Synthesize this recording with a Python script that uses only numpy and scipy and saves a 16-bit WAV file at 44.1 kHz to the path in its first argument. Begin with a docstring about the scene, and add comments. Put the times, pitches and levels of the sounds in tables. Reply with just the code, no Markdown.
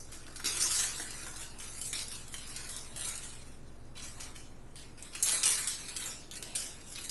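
"""Paper crackles softly over a faint fan hum as hands peel open a gauze wrapper in a small, hard room.
Creases buckle in dense crackles and single snaps, and the opening pouch rings hollow. A coat sleeve
brushes past, and fibres break in short rips that slide in pitch. The hands reach aside and the paper
quietens, then they tear and crinkle it again. The walls answer with a short, bright reverb."""
import sys
import numpy as np
from scipy import signal
from scipy.fft import rfft, irfft, next_fast_len
from scipy.io import wavfile
from scipy.ndimage import uniform_filter1d, map_coordinates

SR = 44100
rng = np.random.default_rng(int(sys.argv[2]) if len(sys.argv) > 2 else 0)


def transcribe(signal):
    """Save signal, clipped to [-1, 1], as a 16-bit WAV file at the path in sys.argv[1]."""
    frames = np.atleast_2d(signal).T
    limited = np.clip(frames, -1, 1)
    pcm = np.round(limited * 32767).astype(np.int16)
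    wavfile.write(sys.argv[1], SR, pcm)


N = 313110

# Fan and duct tones. Each row: pitch in Hz, level in dB.
FAN_TONES = [(14.3, -48), (43.2, -69.5), (59.2, -58), (105.5, -65), (119.5, -63), (134.2, -65.5),
             (226.3, -71), (254, -72.5)]
# The fader ride on those tones. Each row: time in seconds, gain in dB.
FAN_RIDE = [(0, -0.5), (4.3, 0.5), (5.2, -3.5), (7.1, -4)]
# The colour of moving air. Each row: frequency in Hz, gain in dB.
AIR_EQ = [(10, -5), (30, 6.5), (48, 3.5), (80, -4), (125, 2), (160, -0.5), (320, -1), (550, -7), (900, -11),
          (1600, -16.5), (3200, -27), (6000, -31), (11000, -33)]
# Light fingering that keeps the paper crackling. Each row: time in seconds, crisp level in dB.
FINGERING = [(0, -63.5), (.4, -56.5), (.6, -48.5), (1.25, -49), (1.55, -59.5), (2.25, -58.5), (2.4, -51.5),
             (2.75, -45), (2.9, -56), (3.17, -52.5), (3.5, -59), (3.62, -70.5), (4.95, -70.5), (5.3, -42.5),
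             (5.95, -48), (6.27, -68), (6.5, -53.5), (7.1, -61)]
# Pulls and squeezes; tight creases are brighter than broad peeling. Each row: start in seconds,
# length in seconds, crisp level in dB, then sheet body and top treble, both in dB relative to it.
PULLS = [(-0.016, 0.014, -41, -25, -5), (0.463, 0.21, -38.5, -5.5, -1.5), (0.591, 0.047, -29, -25, -8),
         (0.70, 0.084, -31.5, -8.5, -0.5), (0.788, 0.047, -30.5, -9, -3), (0.941, 0.075, -45, -6.5, 5.5),
         (1.087, 0.21, -47.5, -12, -7), (1.348, 0.069, -45, -5, 1), (1.579, 0.13, -48, -8.5, 0.5),
         (1.727, 0.066, -47.5, -5.5, 3), (1.818, 0.063, -39, -19, -3), (1.928, 0.089, -39, -8, -7.5),
         (2.101, 0.04, -42.5, -7.5, -3.5), (2.325, 0.056, -59, 0, 11), (2.54, 0.034, -48, 2.5, -5),
         (2.967, 0.062, -45, -3.5, 5.5), (3.03, 0.068, -41.5, -5, 0), (3.208, 0.03, -46, -7.5, 0),
         (3.947, 0.074, -52.5, -1, -4), (4.014, 0.044, -44.5, -7.5, -3.5), (4.093, 0.095, -58.5, -3, 3),
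         (4.193, 0.048, -46, -8.5, -9), (4.34, 0.047, -51.5, -7.5, -9), (4.754, 0.038, -50, -3, -6),
         (4.968, 0.088, -60, 3, 1), (5.112, 0.078, -50.5, -2.5, -13), (5.24, 0.11, -38.5, -4.5, 7.5),
         (5.434, 0.039, -31, -5, 2), (5.473, 0.031, -33.5, -11, 5), (5.57, 0.028, -42.5, -16, 5.5),
         (5.989, 0.028, -42, -3.5, 0), (6.047, 0.041, -38, -11, -10), (6.319, 0.044, -45, -5.5, -6),
         (6.574, 0.054, -38, -14, -3.5), (6.861, 0.051, -47, -16, -4), (6.945, 0.076, -49, -3, 0)]
# The crisp colour of tiny creases. Each row: frequency in Hz, gain in dB.
CRISP_EQ = [(1500, -42), (3300, -19), (4500, -5.5), (5500, -1.5), (6500, 0), (7500, 2.5), (9200, 4),
            (11100, 2.5), (11800, -12)]
# The body of the bending sheet. Each row: frequency in Hz, gain in dB.
SHEET_EQ = [(120, -13), (300, -15), (650, -7), (1000, -3.5), (1400, 1.5), (2100, 1.5), (2700, 3),
            (3300, 0.5), (4000, 5.5), (5200, 0), (8000, -22.5)]
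# The hollow resonances of the pouch. Each row: centre in Hz, width in Hz, gain in dB.
POUCH_MODES = [(336, 32, 3.5), (413, 33, -2.5), (1380, 250, -2.5)]
# How strongly the pouch joins the sheet. Each row: time in seconds, gain in dB.
POUCH_OPEN = [(0, 3), (.4, -2.5), (.55, -6), (.8, -18), (1.02, -1.5), (1.3, -5.5), (1.9, -20), (5.2, -22.5),
              (7.1, -11)]
# Creases that give way at once. Each row: start in seconds, crisp level in dB, flap level relative
# to it in dB, flap centre in Hz, decay time of the run of buckles in seconds.
SNAPS = [(0.117, -48, -10, 2440, 0.0044), (0.124, -43.5, -3, 3100, 0.03), (0.266, -54.5, 4, 3560, 0.0025),
         (0.279, -57, 7.5, 1370, 0.0053), (0.359, -42, -1, 3850, 0.01), (0.398, -55.5, 12, 1530, 0.0054),
         (0.443, -35.5, 1.5, 3540, 0.0091), (0.457, -35, 2.5, 4700, 0.0059),
         (0.605, -28.5, -2.5, 4840, 0.024), (0.623, -28.5, -4, 5060, 0.006), (0.713, -32, -3, 4950, 0.015),
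         (0.759, -36, -10, 4000, 0.002), (0.791, -35, 1, 5500, 0.0025), (0.998, -40, -1, 1310, 0.0021),
         (1.106, -42, -6, 4220, 0.0027), (1.244, -48, -14, 4560, 0.0013), (1.265, -44.5, 2, 1290, 0.0044),
         (1.363, -51, -10, 5000, .012), (1.586, -48, -7, 4500, 0.003), (1.599, -44.5, 0, 2620, 0.0095),
         (1.813, -36, -5, 6340, 0.002), (1.856, -37, -12, 6000, 0.006), (1.929, -32, -3, 2940, 0.0032),
         (1.935, -42, -14, 3200, 0.0013), (1.991, -39, 1, 3980, 0.0012), (2.082, -41, -14, 5040, .0006),
         (2.117, -42, -2.5, 4050, 0.0011), (2.280, -46, -8, 3970, .0005), (2.326, -48, -14, 6030, 0.003),
         (2.341, -44, 5.5, 2360, 0.002), (2.475, -46, -14, 6500, .0007), (2.49, -48, -19, 4000, .001),
         (2.562, -37, -10, 3220, .003), (2.69, -37, -9, 3480, 0.019), (2.763, -35.5, -20, 4080, 0.005),
         (2.961, -40, -5.5, 2880, .005), (3.01, -39, -26, 4030, 0.0006), (3.049, -41, -4, 4500, .004),
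         (3.085, -36, -17, 4500, 0.003), (3.154, -39.5, -25, 4500, 0.0034), (3.178, -40, -24, 4000, 0.0005),
         (3.968, -49, 1.5, 2660, 0.014), (4.199, -46, 2.5, 2050, 0.053), (4.36, -52, 2, 2440, 0.002),
         (4.757, -49.5, -1, 2840, 0.0018), (4.765, -57.5, 5, 3530, .001), (4.993, -58.5, 3, 2980, 0.002),
         (5.025, -42.5, -4, 4670, 0.0008), (5.15, -38, -3, 1950, 0.002), (5.226, -26, -4, 8850, 0.0003),
         (5.231, -28.5, -1, 8500, 0.001), (5.241, -34, -13, 7450, 0.0098), (5.286, -28.5, -9, 3000, 0.003),
         (5.294, -33, -0.5, 3400, 0.00053), (5.432, -29.5, -2, 4230, 0.004),
         (5.438, -28, -1.5, 4500, 0.0015), (5.456, -24, -10, 4800, 0.007), (5.478, -27, -2, 4500, 0.0013),
         (5.505, -30, 0, 8100, 0.005), (5.575, -34.5, -2, 2330, .015), (5.672, -26, -10, 3200, 0.018),
         (5.886, -56, 3, 4000, 0.0025), (5.964, -34.5, -3.5, 4700, 0.0022), (5.970, -38.5, 0, 4700, .0012),
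         (6.039, -44, 2, 5000, 0.0027), (6.312, -47, 4.5, 4700, 0.00045), (6.355, -44, -3, 4020, 0.0025),
         (6.426, -39.5, 3, 3300, 0.0015), (6.439, -55, 8, 3500, .002), (6.551, -29.5, -4.5, 3270, 0.028),
         (6.555, -35, -7.5, 3960, 0.0011), (6.843, -58, -11, 5000, 0.00093), (6.924, -45, -4, 6500, 0.001),
         (6.958, -46.5, 3.5, 4530, 0.0013), (7.037, -36.5, -10.5, 3400, 0.018),
         (7.094, -33.5, -5.5, 4070, 0.011)]
# The colour of the flap a crease sets free. Each row: multiple of the flap's centre, gain in dB.
FLAP_EQ = [(.16, -24.5), (.45, -1), (.8, 4.5), (1.2, 8.5), (1.7, -2.5), (3.2, -7)]
# Soft brushes of cloth and fingers.
# Each row: peak time in seconds, half length in seconds, level in dB, centre in Hz.
BRUSHES = [(0.484, 0.053, -61, 352), (.75, 0.26, -61, 620), (1.002, 0.0069, -47, 460),
           (1.204, 0.92, -63.5, 780), (2.672, 0.15, -62, 895), (3.032, 0.23, -59.5, 706),
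           (4.02, 0.065, -62, 850), (4.22, 0.051, -53.5, 785), (5.332, 0.037, -50, 425),
           (6.08, 0.085, -60, 447), (6.54, 0.16, -57, 440)]
# Rips whose pitch slides as the freed flap changes length.
# Each row: start in seconds, length in seconds, level in dB, first pitch in Hz, last pitch in Hz.
TEARS = [(0.456, 0.022, -31, 4800, 7300), (0.744, 0.096, -37, 8360, 4550), (1.814, 0.09, -48, 6800, 7500),
         (5.235, 0.06, -37.5, 8450, 3130), (5.452, 0.031, -38.5, 4600, 5240),
         (5.484, 0.042, -38, 10100, 8800), (6.053, 0.034, -37.5, 8750, 7400),
         (6.928, 0.063, -48.5, 6570, 2230)]
# The room's reverb time. Each row: frequency in Hz, seconds to fall by 60 dB.
ROOM_DECAY = [(300, 0.63), (2000, 0.68), (6000, 0.52), (11000, 0.34)]

TOP_HZ = 11850  # high cut


def amp(db):
    """Decibels to gain."""
    return 10 ** (np.asarray(db) / 20)


def unit(x):
    """Scale to rms 1."""
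    return x / np.sqrt(np.mean(x ** 2) + 1e-20)


def along(points, hz):
    """Read (Hz, value) points on a log frequency axis."""
    knots_hz, values = np.transpose(points)
    return np.interp(np.log(hz + 1), np.log(knots_hz + 1), values)


def ride(points):
    """A fader ride through (seconds, value) points, one value per sample."""
    return np.interp(np.arange(N) / SR, *np.transpose(points))


def wobble(rate):
    """A smooth random curve with rate knots a second."""
    return map_coordinates(rng.standard_normal(int(N * rate / SR) + 4), [np.arange(N) * rate / SR])


def filtered(x, response):
    """Shape x with a response given as a function of Hz."""
    size = next_fast_len(N + SR // 2)
    return irfft(rfft(x, size) * response(np.fft.rfftfreq(size, 1 / SR)), size)[:N]


def resonant(x, modes):
    """Ring x through parallel resonances of (centre Hz, width Hz, dB)."""
    return filtered(x, lambda hz: sum(amp(db) * 1j * hz * width / (centre**2 - hz**2 + 1j * hz * width)
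                                      for centre, width, db in modes))


def fan(air_db=-56):
    """A ventilation fan hums in slightly unsteady tones over the rush of air."""
    t = np.arange(N) / SR
    tones = np.zeros(N)
    for hz, db in FAN_TONES:
        phase = 2 * np.pi * (hz * t + rng.random()) + 0.31 * wobble(2.94)
        tones += amp(db) * np.sqrt(2) * np.sin(phase)
    air = unit(filtered(rng.standard_normal(N), lambda hz: amp(along(AIR_EQ, hz))))
    return tones * amp(ride(FAN_RIDE)) + amp(air_db) * air


def handling(attack_s=0.0081, release_db_per_s=263):
    """Pulls grip, hold and settle over the fingering: crisp level, relative body and treble, in dB."""
    t = np.arange(N) / SR
    power = np.outer(amp([0, -3, -1.5]), amp(ride(FINGERING))) ** 2  # crisp, body, treble
    for start, length_s, db, body_db, treble_db in PULLS:
        span = (t >= start) & (t < start + length_s + .5)
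        age = t[span] - start
        release_db = release_db_per_s * np.maximum(age - length_s, 0)
        envelope = np.minimum(age / attack_s, 1) * amp(db - release_db)
        power[:, span] += np.outer(amp([0, body_db, treble_db]), envelope) ** 2
    crisp, body, treble = 10 * np.log10(power)
    return crisp, body - crisp, treble - crisp


def buckles(rate, spread_db):
    """Paper buckles in tiny random kicks of unequal size, levelled to an even running power."""
    kicks = (rng.random(N) < rate / SR) * rng.choice([-1, 1], N)
    kicks = kicks * amp(spread_db * rng.standard_normal(N))
    power = np.abs(uniform_filter1d(kicks ** 2, size=SR // 45))
    return kicks / np.sqrt(power + 1e-9)


def patch_click(eq, ripple_db, scatter_s=0.000701, size=512):
    """One patch of paper clicks: its faces cancel at chance frequencies and answer slightly apart."""
    hz = np.fft.rfftfreq(size, 1 / SR)
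    dips, lags = np.abs(unit(uniform_filter1d(rng.standard_normal((2, len(hz))), size=7, axis=1)))
    high_cut_db = 120 * np.clip(hz / TOP_HZ - 1.02, 0, .3)
    gain = amp(along(eq, hz) - ripple_db * dips ** 2 - high_cut_db)
    cepstrum = irfft(np.log(gain))  # made minimum phase for a sharp attack
    cepstrum[1:size // 2] *= 2
    cepstrum[size // 2 + 1:] = 0
    phase_lag = 2 * np.pi * hz[1] * np.cumsum(scatter_s * lags)
    click = irfft(np.exp(rfft(cepstrum) - 1j * phase_lag))
    return click / np.linalg.norm(click)


def crinkle(crisp_db, body_db, patches=9, hiss_gain=0.06):
    """The crackle wanders between patches of the wrapper; each buckle ticks and shakes the sheet."""
    shares = amp(6.4 * np.array([wobble(28) for _ in range(patches)]))
    shares /= np.linalg.norm(shares, axis=0)
    crisp, body = np.zeros(N), np.zeros(N)
    rate = 210 * amp(.3 * np.clip(crisp_db + 45.5, -6, 22))  # harder pulling breaks more fibres
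    for share in shares:
        # fibres sliding over each other add a fine hiss between the buckles
        kicks = share * unit(buckles(rate, spread_db=2) + hiss_gain * rng.standard_normal(N))
        kicks *= amp(crisp_db)
        crisp += signal.oaconvolve(kicks, patch_click(CRISP_EQ, ripple_db=6))[:N]
        body += signal.oaconvolve(kicks * amp(body_db), patch_click(SHEET_EQ, ripple_db=4))[:N]
    hollow = unit(resonant(buckles(rate=900, spread_db=9), POUCH_MODES))
    hollow *= amp(crisp_db + body_db + ride(POUCH_OPEN) - 2.5)
    catching = amp(2.33 * wobble(110))  # the paper catches and lets go, so the crackle clumps
    return catching * (crisp + body + hollow)


def snaps(patches=3, click_s=0.0008, level_span_s=0.0096, knock_db=37.5, low_cut_db_per_octave=30.5):
    """A crease lets go with one click and a run of smaller buckles, and knocks the hollow pouch."""
    out, knocks = np.zeros(N + SR), np.zeros(N)
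    t = np.arange(SR // 12) / SR
    for start, db, flap_db, flap_hz, run_s in SNAPS:
        onset = round(start * SR)
        click_share = click_s / (click_s + run_s)  # a longer run leaves the first click less energy
        runs = (rng.random((patches, len(t))) < 900 / SR) * rng.standard_normal((patches, len(t)))
        runs *= np.exp(-t / run_s)
        runs *= np.sqrt(1 - click_share) / np.linalg.norm(runs)
        runs[0, 0] = np.sqrt(click_share)
        flap_eq = [(ratio * flap_hz, level) for ratio, level in FLAP_EQ]  # small stiff flaps ring higher
        crisp_eq = [(hz, level - low_cut_db_per_octave * max(np.log2(0.74 * flap_hz / hz), 0))
                    for hz, level in CRISP_EQ]
        for run in runs:  # the run spreads over neighbouring patches
            tick = patch_click(crisp_eq, ripple_db=5)
            flap = amp(flap_db) * patch_click(flap_eq, ripple_db=1.5)
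            snap = np.convolve(run, tick + flap)
            out[onset:][:len(snap)] += amp(db) * np.sqrt(level_span_s * SR) * snap
        knocks[onset] = amp(db + flap_db + knock_db)
    return out[:N] + resonant(knocks * amp(ride(POUCH_OPEN)), POUCH_MODES)


def sleeve():
    """Cloth brushes past in dull swells of noise."""
    out, t = np.zeros(N), np.arange(N) / SR
    for peak_s, half_s, db, hz in BRUSHES:
        band = [(hz, 1.4 * hz, 0)]
        cloth = unit(resonant(resonant(rng.standard_normal(N), band), band))
        swell = np.exp(-((t - peak_s) / half_s) ** 2)
        out += amp(db) * swell * cloth
    return out


def tears(fibres_per_s=1700, max_fibres=400, ring_cycles=3, pitch_scatter=0.15, spread_db=6.5):
    """Fibres break along a rip, some much harder than others; each rings the flap as its pitch slides."""
    out, t = np.zeros(N + SR), np.arange(SR // 200) / SR
    for start, length_s, db, first_hz, last_hz in TEARS:
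        breaks_s = np.cumsum(rng.exponential(size=max_fibres)) / fibres_per_s
        detune, force = rng.standard_normal((2, max_fibres, 1))
        progress = np.minimum(breaks_s / length_s, 1)[:, None]
        hz = first_hz * (last_hz / first_hz) ** progress * np.exp(pitch_scatter * detune)
        strength = (progress < 1) * amp(spread_db * force)
        rings = strength * np.sin(2 * np.pi * hz * t) * np.exp(-hz * t / ring_cycles)
        positions = (breaks_s * SR).astype(int)[:, None] + np.arange(len(t))
        rip = np.bincount(positions.ravel(), rings.ravel())
        rip /= np.linalg.norm(rip) + 1e-12
        out[round(start * SR):][:len(rip)] += amp(db) * np.sqrt(length_s * SR) * rip
    return out[:N]


def room_tail(predelay_s=0.0009, early_db=7, early_s=0.01):
    """Strong first reflections off table and body, then a diffuse tail whose treble dies first."""
    hz, t, noise = signal.stft(rng.standard_normal(SR // 2), SR, nperseg=256)
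    decay = amp(-60 * t / along(ROOM_DECAY, hz)[:, None])
    tail = signal.istft(noise * decay, SR, nperseg=256)[1]
    t = np.arange(len(tail)) / SR
    tail *= np.clip(t / predelay_s - 1, 0, 1)
    tail *= amp(early_db * np.exp(-(t / early_s) ** 2))
    return tail / np.linalg.norm(tail)


def room(x, stretches=56):
    """The hands keep moving, so each stretch meets a different pattern of reflections."""
    out = np.zeros(N + SR)
    for stretch in np.array_split(np.arange(N), stretches):
        echo = signal.fftconvolve(x[stretch], room_tail())
        out[stretch[0]:][:len(echo)] += echo
    return out[:N]


def drifting_colour(x, depth_db=12, boost_limit=0.85):
    """Random, shifting dips and lifts colour the rustle and reverb, mostly in the treble."""
    hz, _, spectrum = signal.stft(x, SR, nperseg=512)
    shading = rng.standard_normal(spectrum.shape)
    for bins, frames in [(5, 10), (3, 3)]:  # smooth across frequency and time
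        shading = uniform_filter1d(uniform_filter1d(shading, bins, axis=0), frames, axis=1)
    reach = along([(400, 0.092), (1800, 0.22), (3500, 0.43), (6500, 0.44), (10000, 0.32)], hz)
    gain = amp(depth_db * reach[:, None] * np.minimum(unit(shading), boost_limit))
    gain /= np.sqrt(np.mean(gain ** 2, axis=1, keepdims=True))
    return signal.istft(spectrum * gain, nperseg=512)[1][:N]


def scene(rustle_db=-4.5, snap_db=-4, room_db=-2.5, snap_send_db=-0.27):
    """Paper and cloth, direct and off the walls, over the fan; direct snaps skip the drifting colour."""
    crisp_db, body_db, treble_db = handling()
    paper = crinkle(crisp_db, body_db)
    cracks = snaps()
    treble = filtered(paper, lambda hz: along([(6000, 0), (9000, 0.7)], hz))
    paper += (amp(treble_db) - 1) * treble  # a high shelf that follows the hands
    rustle = paper + tears() + sleeve()
    # snaps face the listener and send a little less to the walls
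    walls = amp(room_db) * room(rustle + amp(snap_send_db) * cracks)
    return (drifting_colour(amp(rustle_db) * rustle + walls) + amp(snap_db) * cracks + fan())[None]


def record(dry):
    """A steep high cut takes off everything above TOP_HZ."""
    return filtered(dry[0], lambda hz: 1 / np.sqrt(1 + (hz / TOP_HZ) ** 160))[None]


dry = scene()
out = record(dry)
transcribe(out)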